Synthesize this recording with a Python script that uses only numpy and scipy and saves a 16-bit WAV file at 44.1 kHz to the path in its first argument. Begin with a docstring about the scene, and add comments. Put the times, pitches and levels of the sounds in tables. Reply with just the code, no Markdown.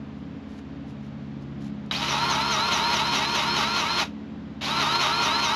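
"""Outdoors on asphalt, a cordless grease gun pumps in two bursts into a fitting on a steel disc harrow.
Each piston stroke drags the motor down: the gears grind harder and squeal, then the whine climbs again.
One motor phase drives its knocks, whine, growl and squeal; shaped noise and resonances give the body.
A far mower hums throughout as a stack of wavering tones over a bed of noise, and the hose rustles
faintly, in short grainy bursts, before the trigger is pulled."""
import sys
import numpy as np
from scipy import signal
from scipy.fft import rfft, irfft
from scipy.io import wavfile
from scipy.ndimage import map_coordinates

SR = 44100
rng = np.random.default_rng(int(sys.argv[2]) if len(sys.argv) > 2 else 0)


def to_wav(sig):
    """Store sig (one row per channel, or 1-D mono) as 16-bit WAV at the path in sys.argv[1].

    Samples outside -1..1 are clipped; the rate is SR.
    """
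    pcm = np.clip(np.atleast_2d(sig), -1, 1) * 32767
    pcm = np.round(pcm).astype(np.int16)
    wavfile.write(sys.argv[1], SR, pcm.T)  # frames by channels


N = 244755
TIME = np.arange(N) / SR   # s
SIZE = 2 ** 19   # transform length, samples
HZ = np.maximum(np.arange(SIZE // 2 + 1) * SR / SIZE, 1)   # transform frequencies, kept off zero

# In a noise colour only the shape counts: its levels are relative, per Hz.
# mower speed before hunting: [t/s, blade passes per s]
BLADE_RATE = [(0.0, 71.3), (0.04, 70.5), (2.74, 69.3), (4.58, 71.0), (5.55, 70.8)]
# mower drone at twice the blade rate: [t/s, level/dB]
DRONE = [(0.0, -45), (0.36, -47.5), (0.45, -61), (0.71, -45.5), (1.68, -39.5), (1.81, -45), (2.19, -39.5),
         (2.81, -48.5), (3.23, -40), (4.24, -55.5), (4.79, -41), (5.55, -50)]
# rest of the mower's hum: [multiple of the blade rate, level/dB, roughness 0-1]
HUM = [(1, -51.5, 0.45), (1.238, -51.5, 0.1), (1.601, -63.5, .6), (2.476, -45.5, 0.71), (3, -41.5, 0.46),
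       (3.2, -46.5, 0.28), (3.714, -48, 0.25), (4, -45, 0.44), (4.96, -56, 0.71), (6, -58, 0.4)]
# colour of the open air: [f/Hz, level/dB]
YARD = [(22, -24), (40, -30.5), (64, -16), (130, -5.5), (216, -14), (290, -3), (380, -14.5), (500, -13),
        (1000, -19), (2300, -26), (3700, -30.5), (5800, -41.5), (7400, -48.5), (9000, -74), (11000, -56),
        (13500, -75)]
# hose and sleeve rustles: [t/s, relative level/dB, length/s]
RUSTLES = [(0.192, -71, .012), (.535, -63, 0.044), (0.588, -59, 0.0082), (0.897, -60.5, 0.019),
           (1.055, -64, 0.019), (1.423, -62, 0.01), (1.616, -59, 0.0083), (1.661, -55, .02),
           (1.862, -59, .003)]
# colour of the rustles: [f/Hz, level/dB]
RUSTLE_COLOUR = [(800, -10), (2500, 3.5), (5500, -2.5), (7000, -5.5), (8500, -18), (11000, -12.5),
                 (13500, -33)]
# trigger pulls: [pressed t/s, released t/s, spin-up/s, drive level/dB, click level/dB,
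#                 relative start-up squeal level/dB]
TRIGGER = [(1.911, 4.024, .042, 0, -20, -22), (4.61, 5.7, .039, .2, -35, -27)]
# colour of the trigger click: [f/Hz, level/dB]
SWITCH = [(300, -19), (900, 3), (1500, 3.5), (2200, 0.5), (3000, 3), (3450, 0), (3850, 12), (4300, -5),
          (4800, -6), (6500, -23), (8500, -43), (13000, -42)]
# piston meets the grease: [t/s, strain level/dB, relative squeal level/dB, relative growl level/dB,
#                           growl brightness/dB per octave]
STROKES = [(2.088, 3.5, -31, -27.5, 0), (2.303, 2, -30.5, -25, -7), (2.514, 3, -29.5, -28, 10),
           (2.724, 4.5, -31.5, -26.5, -10), (2.932, 4.5, -32, -27.5, -6), (3.141, 5, -33, -28.5, -12),
           (3.353, 4.5, -35, -28.5, -9), (3.565, 5, -34, -29.5, 1), (3.777, 4, -34.5, -31, 13),
           (3.987, 5.5, -39, -28, -10), (4.803, 5.5, -36.5, -27, 9), (5.015, 5, -35, -27, 5),
           (5.226, 4, -34, -28, 5), (5.436, 4, -32.5, -26.5, -2)]
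# colour of the gearbox rattle: [f/Hz, level/dB]
RATTLE = [(30, -41), (130, -3.5), (300, -6), (400, 0.5), (490, -6), (620, 1), (1600, -1), (2500, 0),
          (3600, 0.5), (4700, -4.5), (5600, -6), (6700, -11.5), (8200, -28), (10700, -22.5), (12000, -23),
          (13500, -41)]
# gearbox housing resonances: [f/Hz, width/Hz, lift/dB]
HOUSING = [(1706, 55, -6), (2220, 56, 0.5), (2545, 170, 4.5), (2680, 98, 0.5), (3046, 260, 3),
           (3820, 110, 6.5)]
# growl tones: [multiple of the motor speed, relative level/dB running free, the same dragged down,
#               roughness, clipped to 0-1]
GROWL_TONES = [(2.7, -6.5, -4.5, 0.76), (3, -11, -3.5, 0.4), (3.36, -15, -15, 1.06), (3.72, -24.5, -5, 0.6),
               (3.94, -4.5, -3, 0)]
# pump body resonances: [f/Hz, width/Hz, relative level/dB]
GROWL_MODES = [(842, 60, 0), (937, 12.3, 9.5), (1124, 59, 1.5), (1409, 121, -0.5)]
# whine tones: [multiple of the motor speed, relative level/dB running free, the same dragged down,
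#               roughness 0-1]
GEAR_TONES = [(1, -42.5, -58, 0.13), (1.25, -49, -42.5, 0.53), (2, -53.5, -41, 0.5), (5, -44.5, -38, 0.4),
              (6.8, -47, -36, 1), (7, -42, -65, 0.94), (8.72, -43, -67, 0.3), (11.98, -31.5, -34, 0.35),
              (14.98, -42, -47, 0.4)]
# stereo width: [f/Hz, side minus mid level/dB]
WIDTH = [(60, -53), (300, -37), (1200, -61), (4000, -55.5), (7300, -30.5), (13000, -6.5)]

MOTOR_HZ = 357.05   # free-running turns per second
KNOCKS_PER_TURN = 3
MOTOR_WANDER, MOTOR_WANDER_RATE = .0028, 16   # the load is never quite even: share of the speed; changes per s
# each stroke slows the motor, more so as the fitting fills
SLOWING_EMPTY, SLOWING_FULL, FILL_STROKES = .11, .135, 3.5   # shares of the speed; strokes it takes to fill
SLOWEST_AFTER_S = .05   # from contact to the lowest speed
STRAIN_ATTACK_S, STRAIN_HOLD_S, STRAIN_RELEASE_S = .02, 0.033, 0.087   # the strain is full at contact
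IDLE_GROWL_DB = -34.5   # relative growl level at the first pull, before the pump has grease to push
CUTOFF_HZ = 13600


def from_db(db):
    """Decibels to gain."""
    return 10 ** (np.asarray(db) / 20)


def rms_one(x):
    """Scale to unit power."""
    return x / np.sqrt(np.mean(x ** 2) + 1e-20)


def drift(rate):
    """Smooth chance through `rate` random points a second; spread 1."""
    points = rng.standard_normal(2 ** 13)
    curve = map_coordinates(points, [TIME[::2 ** 4] * rate], order=3, mode="wrap")
    return rms_one(curve)[np.arange(N) // 2 ** 4]   # one value held per 16 samples


def smooth(x, seconds):
    """One-pole lag."""
    r = np.exp(-1 / (seconds * SR))
    return signal.lfilter([1 - r], [1, -r], x + 1e-18)


def spectrum_db(points):
    """A short spectrum joined on a log-frequency axis."""
    hz, db = np.transpose(points)
    return np.interp(np.log(HZ), np.log(hz), db)


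def colour(x, db):
    """Causal (minimum-phase) filter that keeps the power of white noise."""
    cepstrum = irfft(np.log(rms_one(from_db(db))))
    cepstrum[1:SIZE // 2] *= 2
    cepstrum[SIZE // 2 + 1:] = 0
    return irfft(rfft(x, SIZE) * np.exp(rfft(cepstrum)))[..., :N]


def tone(turns, rough, rate):
    """A partial of about unit power that wavers in strength and phase, the more so the rougher it is."""
    rough = np.clip(rough, 0, 1)
    steady = np.sqrt(2 - 2 * rough ** 2)
    waver = steady + rough * smooth(drift(rate) + 1j * drift(rate), 0.0025)
    return np.real(waver * np.exp(2j * np.pi * (turns + rng.random())))


def per_stroke(values, delay_s):
    """Glide from each stroke's value to the next, reaching it `delay_s` after contact."""
    return np.interp(TIME, np.array(STROKES)[:, 0] + delay_s, values)


def mower(waver_rate=6, drone_rough=0.15, hunting=.002, hunting_rate=5):
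    """Blade and engine tones of a far mower, wavering in the air; its speed hunts a little."""
    blade_rate = np.interp(TIME, *np.transpose(BLADE_RATE)) * (1 + hunting * drift(hunting_rate))
    turns = np.cumsum(blade_rate) / SR
    drone_level = from_db(np.interp(TIME, *np.transpose(DRONE)))
    drone = drone_level * tone(2 * turns, drone_rough, waver_rate)
    hum = sum(from_db(db) * tone(multiple * turns, rough, waver_rate) for multiple, db, rough in HUM)
    return drone + hum


def yard(level_db=-46):
    """The mower's rush and the open air, as steady coloured noise."""
    return from_db(level_db) * colour(rng.standard_normal(N), spectrum_db(YARD))


def rustles(grain_db=3, level_db=1.0):
    """Short grainy rubs while the hose is handled: swells of noise whose strength flutters."""
    level = sum(from_db(db + level_db) * np.exp(-((TIME - s) / length) ** 2 / 2) for s, db, length in RUSTLES)
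    grain = rms_one(rng.standard_normal(N) * from_db(grain_db * drift(400)))
    return colour(level * grain, spectrum_db(RUSTLE_COLOUR))


def reflections(x, wet_db=-13, t60=0.11):
    """A short scatter from the steel frame and the ground: a decaying noise tail after a 3 ms gap."""
    t = TIME[:SR // 3]
    tail = rng.standard_normal(len(t)) * from_db(-60 * t / t60) * (t > .003)
    return from_db(wet_db) * signal.fftconvolve(x, tail / np.linalg.norm(tail))[:N]


def switch_click(click_s=0.0051):
    """Each trigger pull snaps the switch: a burst of coloured noise that dies away at once."""
    snap = sum(from_db(db) * (TIME > on) * np.exp(-np.abs(TIME - on) / click_s) for on, *_, db, _ in TRIGGER)
    return colour(snap * rng.standard_normal(N), spectrum_db(SWITCH))


def motion(coast_s=.11, fade_s=0.026, bite_s=0.0055, prime_s=.17, unprimed_db=-2, unprimed_slowing=.06,
           inrush_db=4):
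    """Motor speed (share of free running), drag (0 free, about 1 slowest), strain (dB) and drive (gain)."""
    slowing, drag, strain_db, speed, drive = np.zeros((5, N))
    strain_times = [-STRAIN_ATTACK_S, 0, STRAIN_HOLD_S, STRAIN_HOLD_S + STRAIN_RELEASE_S]
    for done, (s, db, *_) in enumerate(STROKES):
        age = np.maximum(TIME - s, 0) / SLOWEST_AFTER_S
        sag = (age * np.exp(1 - age)) ** 2   # a quick drop and a slow recovery
        drag += sag
        slowing += sag * (SLOWING_FULL + (SLOWING_EMPTY - SLOWING_FULL) * np.exp(-done / FILL_STROKES))
        strain_db += db * np.interp(TIME - s, strain_times, [0, 1, 1, 0])
    for on, off, spin_up_s, db, *_ in TRIGGER:
        running, coasting = np.maximum(TIME - on, 0), np.maximum(TIME - off, 0)
        starting = np.exp(-(running / prime_s) ** 2)   # the pump takes a stroke to reach speed and force
        spun_up = 1 - np.exp(-running / spin_up_s)
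        strain_db += inrush_db * np.sin(np.pi * spun_up)   # a starting motor delivers most power at half speed
        speed += spun_up * (1 - unprimed_slowing * starting) * np.exp(-coasting / coast_s)
        bite = 1 - np.exp(-running / bite_s)
        drive += from_db(db + unprimed_db * starting) * bite * np.exp(-coasting / fade_s)
    speed *= 1 - slowing + MOTOR_WANDER * drift(MOTOR_WANDER_RATE)
    return speed, drag, strain_db, drive


def spread(x, travel_s=0.002977):
    """Bending waves carry the highs through the housing faster than the lows, which smears each knock."""
    phase = 4 * np.pi * travel_s * np.sqrt(HZ * MOTOR_HZ)   # travel_s is the delay at MOTOR_HZ
    return irfft(rfft(x, SIZE) * np.exp(-1j * phase))[:N]


def rattle(turns, scatter_db=4.5, jitter=.016, knock_db=-6.0, tight_spot_db=7, loose_db=-8, hiss_db=-4,
           loose_per_s=1800, flutter_db=1.0):
    """The pinion knocks, hardest at its tight spot; loose tooth contacts and sliding hiss fill the gaps."""
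    tooth = np.floor(KNOCKS_PER_TURN * (turns + jitter * drift(700)))
    contact = np.flatnonzero(np.diff(tooth) > 0)
    scatter = scatter_db * np.clip(rng.standard_normal(N), -1.5, 1.5)
    tight_spot = tight_spot_db * (tooth % KNOCKS_PER_TURN == 0)
    knocks = np.zeros(N)
    knocks[contact] = from_db(scatter + tight_spot)[contact]
    # unit power at the free-running knock rate
    knocks /= np.sqrt(np.mean(knocks[contact] ** 2) * KNOCKS_PER_TURN * MOTOR_HZ / SR)
    knocks = spread(knocks - smooth(knocks, 0.006))
    loose = rms_one((rng.random(N) < loose_per_s / SR) * rng.standard_normal(N))
    hiss = rng.standard_normal(N)
    force = from_db(knock_db) * knocks + from_db(loose_db) * loose + from_db(hiss_db) * hiss
    return force * from_db(flutter_db * drift(70))


def housing_db():
    """The lift or dip that the housing's resonances give at each frequency."""
    return sum(db / (1 + (2 * (HZ - hz) / width) ** 2) for hz, width, db in HOUSING)


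def resonances(modes):
    """Power gain of a few resonances at each frequency."""
    return sum(from_db(db) ** 2 / (1 + ((HZ / hz - hz / HZ) * hz / width) ** 2) for hz, width, db in modes)


def growl(turns, speed, drag, force, coupling=0.33, tones_db=-2, noise_db=-6.0, waver_rate=42, delay_s=.07,
          take_up_s=0.028, speed_power=3.7):
    """Low gear tones swell as they sweep the pump body's resonances, which the rattle rings too."""
    contact, _, _, stroke_db, brightness = np.transpose(STROKES)
    body_db = 10 * np.log10(resonances(GROWL_MODES))
    tilt_db = per_stroke(brightness, delay_s)   # per octave above the knock rate
    tones = 0
    for multiple, free_db, dragged_db, rough in GROWL_TONES:
        swell_db = coupling * np.interp(multiple * MOTOR_HZ * speed, HZ, body_db)
        swell_db = swell_db + tilt_db * np.log2(multiple / KNOCKS_PER_TURN)
        level_db = free_db + (dragged_db - free_db) * drag + swell_db
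        tones = tones + from_db(level_db) * tone(multiple * turns, rough, waver_rate)
    ringing = rms_one(colour(force, body_db))
    loaded = np.clip((TIME - contact[0]) / take_up_s, 0, 1)
    level = from_db(IDLE_GROWL_DB + loaded * (per_stroke(stroke_db, delay_s) - IDLE_GROWL_DB))
    level *= np.minimum(speed / (1 - SLOWING_FULL), 1) ** speed_power   # it dies away below working speed
    return level * (from_db(tones_db) * tones + from_db(noise_db) * ringing)


def whine(turns, speed, drag, waver_rate=55, first_db=-0.5, last_db=2.0, unprimed_db=-7, prime_s=0.11,
          wander_db=0.9):
    """Motor tones glide with the speed; faint just after each pull, they grow as the fitting fills."""
    tones = sum(from_db(free_db + (dragged_db - free_db) * drag) * tone(multiple * turns, rough, waver_rate)
                for multiple, free_db, dragged_db, rough in GEAR_TONES)
    starting = sum((TIME > on) * np.exp(-((TIME - on) / prime_s) ** 2) for on, *_ in TRIGGER)
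    filling_db = per_stroke(np.linspace(first_db, last_db, len(STROKES)), 0)
    return tones * speed ** 4 * from_db(filling_db + unprimed_db * starting + wander_db * drift(18))


def squeal(turns, multiple=18, delay_s=0.026, length_s=0.017, start_delay_s=0.044, start_length_s=0.02,
           start_rough=0.86, waver_rate=340, sideband_db=-6):
    """Torque makes the gears sing high with the motor: a chirp up at each start, a hoarse fall at each stroke."""
    level = sum(from_db(db) * np.exp(-((TIME - s - delay_s) / length_s) ** 2 / 2) for s, _, db, *_ in STROKES)
    start_level = sum(from_db(db) * np.exp(-np.abs(TIME - on - start_delay_s) / start_length_s)
                      for on, *_, db in TRIGGER)
    # once-a-turn wobble
    sidebands = tone((multiple - 1) * turns, 0.98, waver_rate) + tone((multiple + 1) * turns, 0.97, waver_rate)
    hoarse = rms_one(tone(multiple * turns, 1, waver_rate) + from_db(sideband_db) * sidebands)
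    return level * hoarse + start_level * tone(multiple * turns, start_rough, waver_rate)


def grease_gun(rattle_db=-30, squeal_db=-2):
    """Switch click, then gearbox rattle, growl, whine and squeal all driven by one motor."""
    speed, drag, strain_db, drive = motion()
    turns = np.cumsum(MOTOR_HZ * speed) / SR
    force = rattle(turns)
    strained = drive * from_db(rattle_db + strain_db) * force
    gearbox = colour(strained, spectrum_db(RATTLE) + housing_db())
    voices = growl(turns, speed, drag, force) + whine(turns, speed, drag) + from_db(squeal_db) * squeal(turns)
    return switch_click() + gearbox + drive * voices


def scene():
    """Mower and air behind, hose and gun near; the two sides differ only in phase, most in the treble."""
    far = mower() + yard()
    near = rustles() + grease_gun()
    mid = near + reflections(near) + far
    side = irfft(1j * rfft(mid, SIZE) * from_db(spectrum_db(WIDTH)))[:N]   # a quarter turn of phase
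    return mid + side * np.array([[1], [-1]])


def record(dry, notch_hz=9030, notch_width_hz=550):
    """The microphone has a deep notch in the treble, from two passes of one filter; the top is cut."""
    notch = signal.iirnotch(notch_hz, notch_hz / notch_width_hz, fs=SR)
    notched = signal.lfilter(*notch, signal.lfilter(*notch, dry))
    top_cut = signal.ellip(12, .1, 90, CUTOFF_HZ, fs=SR, output="sos")
    return signal.sosfilt(top_cut, notched)


dry = scene()
out = record(dry)
to_wav(out)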